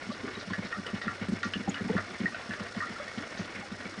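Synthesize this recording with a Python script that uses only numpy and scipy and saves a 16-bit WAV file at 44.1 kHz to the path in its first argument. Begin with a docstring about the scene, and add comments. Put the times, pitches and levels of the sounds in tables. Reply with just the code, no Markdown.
"""In a small workshop, gas from a hose bubbles through water in a glass jar on a workbench.
Each large bubble leaves the nozzle with a short, low glug that shakes the jar and the bench.
Smaller bubbles plink under water or burst at the surface, which rings the air in the jar.
The tiniest ones fizz and prickle. Nearby, equipment hisses steadily."""
import sys
import numpy as np
from scipy import signal
from scipy.fft import rfft, irfft
from scipy.io import wavfile

SR = 44100
rng = np.random.default_rng(int(sys.argv[2]) if len(sys.argv) > 2 else 0)


def pcm_store(signal):
    """Save signal as 16-bit PCM."""
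    levels = np.round(np.clip(np.atleast_2d(signal), -1, 1) * 32767)
    wavfile.write(sys.argv[1], SR, levels.astype(np.int16).T)


N = 176400
T = np.arange(N) / SR
EVENT_T = T[:SR // 6]  # the clock for one bubble sound, in seconds
SPECTRUM_HZ = np.maximum(np.fft.rfftfreq(N, 1 / SR), 1)


def from_db(db):
    """Turn decibels into a number to multiply a sound by."""
    return 10 ** (np.asarray(db) / 20)


def unit_level(x):
    """Scale a signal so that its average (rms) level is 1."""
    return x / np.sqrt(np.mean(x ** 2) + 1e-20)


def add(out, start_s, sound):
    """Mix a sound in at its start time."""
    i = int(np.clip(start_s * SR, 0, N - 1))
    out[i:i + len(sound)] += sound[:N - i]


def fade(fade_s, t=EVENT_T):
    """A dying curve. The fade time is how long it takes to drop by 60 dB."""
    return np.exp(-np.log(1000) * t / fade_s)


def fade_in(rise_s):
    """Climb from silence to full level, then stay there."""
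    return np.minimum(EVENT_T / rise_s, 1)


def gate(rise_s, hold_until_s, fall_s):
    """Turn on smoothly, hold, then turn off smoothly."""
    shape = np.clip(np.minimum(EVENT_T / rise_s, 1 - (EVENT_T - hold_until_s) / fall_s), 0, 1)
    return np.sin(np.pi / 2 * shape) ** 2


def ring(hz, fade_s):
    """A pure tone that dies away."""
    return np.sin(2 * np.pi * hz * EVENT_T) * fade(fade_s)


def glide(hz, hz_per_s):
    """A pure tone whose pitch slides steadily."""
    return np.sin(2 * np.pi * (hz + hz_per_s * EVENT_T / 2) * EVENT_T)


def struck(tones, scatter_db):
    """Ring an object's own tones, each at a new strength and a little detuned by the sloshing water."""
    sound = np.zeros(len(EVENT_T))
    for hz, db, fade_s in tones:
        strength, direction, slosh = rng.standard_normal(3)
        gain = from_db(db + scatter_db * strength) * np.sign(direction)
        sound += gain * ring(hz * (1 + 0.0054 * slosh), fade_s)
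    return sound


def spray(low_hz, high_hz, fade_s):
    """A puff of noise that dies away."""
    band = signal.butter(4, [low_hz, high_hz], "band", fs=SR, output="sos")
    return unit_level(signal.sosfilt(band, rng.standard_normal(len(EVENT_T)))) * fade(fade_s)


def shaped_noise(gains):
    """Steady noise with a chosen strength at each frequency."""
    return unit_level(irfft(rfft(rng.standard_normal(N)) * gains, N))


def flutter(depth_db, rate_hz):
    """A random wobble in loudness, mostly slower than the given rate."""
    return from_db(depth_db * shaped_noise(1 / (1 + (SPECTRUM_HZ / rate_hz) ** 2)))


def equipment_hiss():
    """Equipment rushes steadily, with a few narrow peaks; its body and treble flutter separately."""
    # The tone colour of the hiss. Each row: frequency in Hz, relative level in dB.
    colour = [(25, 3.5), (50, 2.5), (72, -2), (100, 4.5), (140, -2.5), (220, 5), (330, 0), (600, 1.5),
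              (900, -3.5), (1450, -1.5), (2300, -4.5), (3200, -11), (4500, -11), (5500, -12), (6700, -18.5),
              (8000, -22), (10000, -24.5)]
    # Narrow bands where the equipment resonates. Each row: centre in Hz, width in Hz, boost in dB.
    peaks = [(1440, 65, 6.5), (1844, 167, 5.5), (2043, 20, 8.5), (2191, 36, 12), (2920, 80, 4.5),
             (3432, 38, 11), (4220, 66, 5), (5370, 380, 4.5), (6580, 160, 3.5), (8040, 98, 2.5)]
    # How loud the hiss is. Each row: time in seconds, level in dB.
    loudness = [(0, -44.5), (1.5, -44.5), (2.56, -43.5), (4, -44)]
    colour_hz, colour_db = np.transpose(colour)
    db = np.interp(np.log(SPECTRUM_HZ), np.log(colour_hz), colour_db)
    for centre_hz, width_hz, boost_db in peaks:
        db += boost_db / (1 + (2 * (SPECTRUM_HZ - centre_hz) / width_hz) ** 2)
    noise = shaped_noise(from_db(db))
    body = irfft(rfft(noise) / (1 + (SPECTRUM_HZ / 3900) ** 10), N)  # the part below 3900 Hz
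    treble = noise - body
    rush = body * flutter(depth_db=2.5, rate_hz=33) + treble * flutter(depth_db=2.06, rate_hz=85)
    return rush * from_db(np.interp(T, *np.transpose(loudness)))


def room_echo(sound):
    """The workshop throws the sound back as a short, slightly dull blur of echoes."""
    t = T[:SR // 2]
    gap_s, top_hz = 0.0063, 4770
    tail = rng.standard_normal(len(t)) * fade(fade_s=0.15, t=t) * (t > gap_s)
    dull_tail = signal.lfilter(*signal.butter(1, top_hz, fs=SR), tail / np.linalg.norm(tail))
    return signal.fftconvolve(sound, dull_tail)[:N]


def random_bubbles(per_s, base_db, low_hz, high_hz):
    """Pick a start, level and pitch for many small bubbles, louder while the water is stirred more."""
    # How briskly the water is stirred. Each row: time in seconds, change of level in dB.
    stir = [(0, -6), (.35, -1.5), (1.2, -1.5), (1.85, -0.5), (2.15, -6), (2.6, 1), (3.3, -8), (4, 0.5)]
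    when, size, pitch = rng.random((int(per_s * N / SR), 3)).T
    start_s = when * N / SR
    extra_db = 1.5 * np.minimum(-np.log(1 - size), 2)  # up to 3 dB, usually less
    db = base_db + extra_db + np.interp(start_s, *np.transpose(stir))
    return zip(start_s, db, low_hz * (high_hz / low_hz) ** pitch)


def prickle():
    """The finest bubbles make faint, high ticks all the time."""
    out = np.zeros(N)
    for start_s, db, hz in random_bubbles(per_s=140, base_db=-49, low_hz=2446, high_hz=5730):
        add(out, start_s, from_db(db) * ring(hz, fade_s=0.011))
    return out


def gurgle():
    """Many faint bubbles ring under water and blend into a gurgle."""
    out = np.zeros(N)
    for start_s, db, hz in random_bubbles(per_s=36, base_db=-44.5, low_hz=291, high_hz=808):
        add(out, start_s, from_db(db) * ring(hz, fade_s=0.088))
    return out


def spits():
    """Clusters of tiny bubbles burst together in a short, rough fizzle."""
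    # Each row: start in seconds, relative level in dB, centre in Hz, fade time in seconds.
    clusters = [(.112, -33.5, 3860, 0.17), (.395, -32.5, 4600, 0.16), (.645, -32, 4260, 0.092),
                (.865, -40, 8500, 0.061), (1.018, -34.5, 4270, 0.15), (1.284, -37, 8500, 0.056),
                (1.441, -29.5, 5010, 0.097), (1.539, -36, 2900, 0.059), (1.695, -37, 6900, 0.055),
                (1.712, -23.5, 2700, 0.048), (1.748, -42, 3800, 0.063), (1.975, -19.5, 1700, 0.095),
                (1.752, -27, 1600, 0.26), (2.99, -29, 1380, 0.16), (3.545, -28.5, 1950, 0.2),
                (3.3, -37, 5940, 0.061), (3.375, -35, 5070, 0.23)]
    gain_db, width_octaves = -10.5, 0.67
    edge_ratio = 2 ** (width_octaves / 2)
    out = np.zeros(N)
    for start_s, db, hz, fade_s in clusters:
        fizzle = fade_in(rise_s=0.0072) * spray(hz / edge_ratio, hz * edge_ratio, fade_s)
        add(out, start_s, from_db(db + gain_db) * fizzle)
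    return out


def cracks():
    """The tightest bubble skins tear in a few milliseconds, with a dry crack."""
    # Each row: start in seconds, level in dB, top of the noise band in Hz.
    tears = [(.866, -41, 9000), (1.081, -39, 3500), (1.431, -24.5, 5000), (1.5357, -21.5, 3800),
             (1.743, -30, 4800), (1.966, -23, 2200), (3.813, -38, 3200)]
    out = np.zeros(N)
    for start_s, db, top_hz in tears:
        add(out, start_s, from_db(db) * spray(low_hz=684, high_hz=top_hz, fade_s=0.0043))
    return out


def plinks():
    """Small bubbles sing briefly under water, rising a little in pitch."""
    # Each row: start in seconds, relative level in dB, starting pitch in Hz, length in seconds.
    small_bubbles = [(0.103, -39, 1120, 0.026), (0.117, -40, 560, 0.017), (0.238, -34.5, 385, 0.026),
                     (0.286, -41, 398, 0.022), (0.374, -39, 395, 0.031), (.502, -38, 1027, 0.015),
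                     (0.725, -31.5, 1810, 0.018), (0.744, -40, 1215, 0.032), (0.863, -37.5, 455, 0.015),
                     (1.43, -31, 1870, 0.014), (1.536, -30.5, 2990, 0.012), (1.562, -37, 2780, 0.0075),
                     (1.675, -31, 765, 0.02), (1.693, -39, 6630, 0.014), (1.696, -41, 7100, 0.0067),
                     (1.807, -32.5, 446, 0.0083), (1.892, -34.5, 845, .017), (1.8978, -25.5, 432, 0.022),
                     (1.925, -38.5, 482, 0.047), (1.953, -33.5, 406, 0.013), (1.982, -34, 640, 0.013),
                     (2.257, -22, 1835, 0.018), (2.345, -39, 655, 0.014), (2.65, -43.5, 646, 0.033),
                     (2.82, -32.5, 1188, 0.026), (2.87, -36.5, 1884, 0.017), (2.962, -35.5, 1340, 0.015),
                     (2.999, -35.5, 560, 0.024), (3.078, -34.5, 1854, 0.0099), (3.198, -39, 273, 0.046),
                     (3.226, -43, 626, 0.019), (3.39, -40.5, 637, 0.017), (3.625, -44, 783, .025)]
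    gain_db, climb_per_s = 0.5, 3.6
    out = np.zeros(N)
    for start_s, db, hz, length_s in small_bubbles:
        fall_s = 0.61 * length_s
        shape = gate(rise_s=0.00096, hold_until_s=length_s - fall_s, fall_s=fall_s)
        add(out, start_s, from_db(db + gain_db) * shape * glide(hz, hz * climb_per_s))
    return out


def pops():
    """A bubble's skin snaps; its hollow rings, and so does the jar's air. Faint bursts fizz between."""
    # Bubbles bursting at the surface. Each row: start in seconds, level in dB, pitch in Hz,
    # snap in dB compared with that level, fade time of the hollow in seconds.
    bursts = [(.277, -31, 1436, -21, 0.049), (.351, -34, 3850, -13, 0.041), (.41, -34, 1440, -5, .03),
              (.533, -25, 1896, -12, .05), (.726, -28.5, 1355, -22, 0.038), (.845, -39, 1500, -14, 0.043),
              (.865, -27, 2960, -9, 0.031), (.95, -34.5, 2930, -7, .03), (1.015, -28.5, 1890, -8, .07),
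              (1.0795, -21.5, 1800, -27, 0.021), (1.432, -21.5, 1428, -11.5, 0.038),
              (1.536, -24, 2870, -10, 0.039), (1.743, -29, 2910, -3, 0.038),
              (1.966, -22.5, 1868, -21, .045), (1.979, -26, 1233, -12, 0.038), (2.103, -53, 1880, 1, 0.027),
              (2.345, -30, 1520, -11, .06), (2.507, -26, 1770, -22, 0.023),
              (2.535, -30.5, 1660, -10, 0.036), (2.664, -34, 1910, -19, 0.04),
              (2.804, -24.5, 1860, -31, 0.048), (2.823, -29, 1153, -23, 0.047),
              (2.835, -31, 1365, -26, 0.078), (2.871, -45, 1970, -20, .04), (3.08, -35, 1930, -13, 0.037),
              (3.18, -34.5, 1820, -4, 0.024), (3.224, -31, 1916, -13, 0.031), (3.373, -37, 1820, -5, .03),
              (3.447, -38.5, 1930, -3, .04), (3.813, -36.5, 2220, -10, .04), (3.853, -32.5, 2250, -20, .05)]
    # The tones of the air in the jar. Each row: pitch in Hz, relative level in dB, fade time in seconds.
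    air_tones = [(1172, -16.5, 0.12), (1367, -14, 0.087), (1521.5, -9, 0.045), (1725, -9.5, 0.035),
                 (1876, -12.5, 0.074), (2030, -31.5, 0.061), (2687, -16, .03), (2905, -29.5, 0.017)]
    fizz_snap_db, fizz_fade_s, hollow_db, loss_db_per_octave = -8, 0.036, -1, 1.5
    faint_bubbles = random_bubbles(per_s=60, base_db=-42, low_hz=1065, high_hz=2523)
    fizz = [(start_s, db, hz, fizz_snap_db, fizz_fade_s) for start_s, db, hz in faint_bubbles]
    out = np.zeros(N)
    for start_s, db, hz, snap_db, fade_s in list(bursts) + fizz:
        snap = from_db(snap_db) * spray(low_hz=865, high_hz=4600, fade_s=0.039)
        hollow = from_db(hollow_db) * ring(hz, fade_s)
        # Jar tones far from the bubble's pitch are rung more weakly.
        rung_tones = [(air_hz, air_db - loss_db_per_octave * abs(np.log2(air_hz / hz)), air_fade_s)
                      for air_hz, air_db, air_fade_s in air_tones]
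        jar_air = struck(rung_tones, scatter_db=4.5)
        add(out, start_s, from_db(db) * fade_in(rise_s=0.002) * (hollow + jar_air + snap))
    return out


def glugs():
    """A large bubble's tone swells and sags for a few cycles; it shakes the jar and splashes a little."""
    # Bubbles leaving the nozzle. Each row: start in seconds, level in dB, starting pitch in Hz,
    # splash in dB compared with that level.
    large_bubbles = [(0.064, -36, 219, -9), (0.09, -28.5, 228, -15), (0.234, -31, 252, -16),
                     (.262, -34.5, 285, -26), (.368, -37, 218, -7), (0.473, -34, 202, -17),
                     (0.506, -28.5, 210, -8), (0.582, -26.5, 207, -29), (.643, -33.5, 216, -7),
                     (0.771, -36.5, 229, -14), (.785, -31, 211, -28), (0.932, -25, 213, -33),
                     (1.065, -27.5, 217, -36), (1.213, -27, 218, -13.5), (1.284, -23.5, 203, -26),
                     (1.322, -21.5, 219.6, -44), (1.453, -27.5, 222, -13), (1.557, -25.5, 218, -19),
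                     (1.598, -28.5, 226, -26), (1.679, -21.5, 210, -37), (1.807, -27.5, 209, -32),
                     (1.847, -29, 214, -31), (1.864, -31, 228, -35), (1.899, -23, 205, -38),
                     (1.952, -21, 204.5, -39), (2.103, -37, 211, -14), (2.203, -26, 224, -11),
                     (2.235, -24.5, 207, -20.5), (2.491, -32, 219, -34), (2.603, -30.5, 212, -14),
                     (2.766, -28, 213, -31), (2.899, -34.5, 220, -19), (3.174, -29.5, 226, -11),
                     (3.394, -27.5, 199, -11), (3.585, -36.5, 213, -14), (3.716, -31.5, 218, -10),
                     (3.849, -34.5, 217, -25), (3.977, -35, 213, -30)]
    # Low tones of the jar and bench. Each row: pitch in Hz, relative level in dB, fade time in seconds.
    body_tones = [(97.1, -16, 0.39), (120.8, -20, 0.14), (190, -28.5, 0.1), (222, -20, 0.37),
                  (283, -17, 0.33), (373.5, -15, 0.12), (464, -21, 0.11), (562.6, -24, 0.23),
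                  (783, -32, 0.068)]
    start_db, swell_db_per_s, swell_s = -4.5, 311, 0.01494
    swell = from_db(start_db + swell_db_per_s * np.minimum(EVENT_T, swell_s))
    shape = swell * gate(rise_s=0.00083, hold_until_s=swell_s, fall_s=0.004)
    out = np.zeros(N)
    for start_s, db, hz, splash_db in large_bubbles:
        tone = shape * glide(hz, hz_per_s=-680)
        splash = fade_in(rise_s=0.0028) * spray(low_hz=397, high_hz=4030, fade_s=0.037)
        shake = struck(body_tones, scatter_db=1.5)
        add(out, start_s, from_db(db) * (tone + shake + from_db(splash_db) * splash))
    return out


def scene():
    """Mix the hiss, the bubbling jar close by and the jar's echoes in the room."""
    hiss = equipment_hiss()
    under_water = glugs() + plinks() + gurgle()
    surface = pops() + spits() + cracks() + prickle()
    echoes = room_echo(from_db(-11.5) * under_water + from_db(-5) * surface)
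    return (hiss + under_water + surface + echoes)[None]


def record(dry):
    """The small microphone loses the deep bass, and the highest treble is cut off steeply."""
    low_hz, top_hz = 71.6, 9950
    bass_cut = signal.butter(2, low_hz, "high", fs=SR, output="sos")
    treble_cut = signal.ellip(12, .1, 80, top_hz, fs=SR, output="sos")
    return signal.sosfilt(treble_cut, signal.sosfilt(bass_cut, dry))


dry = scene()
out = record(dry)
pcm_store(out)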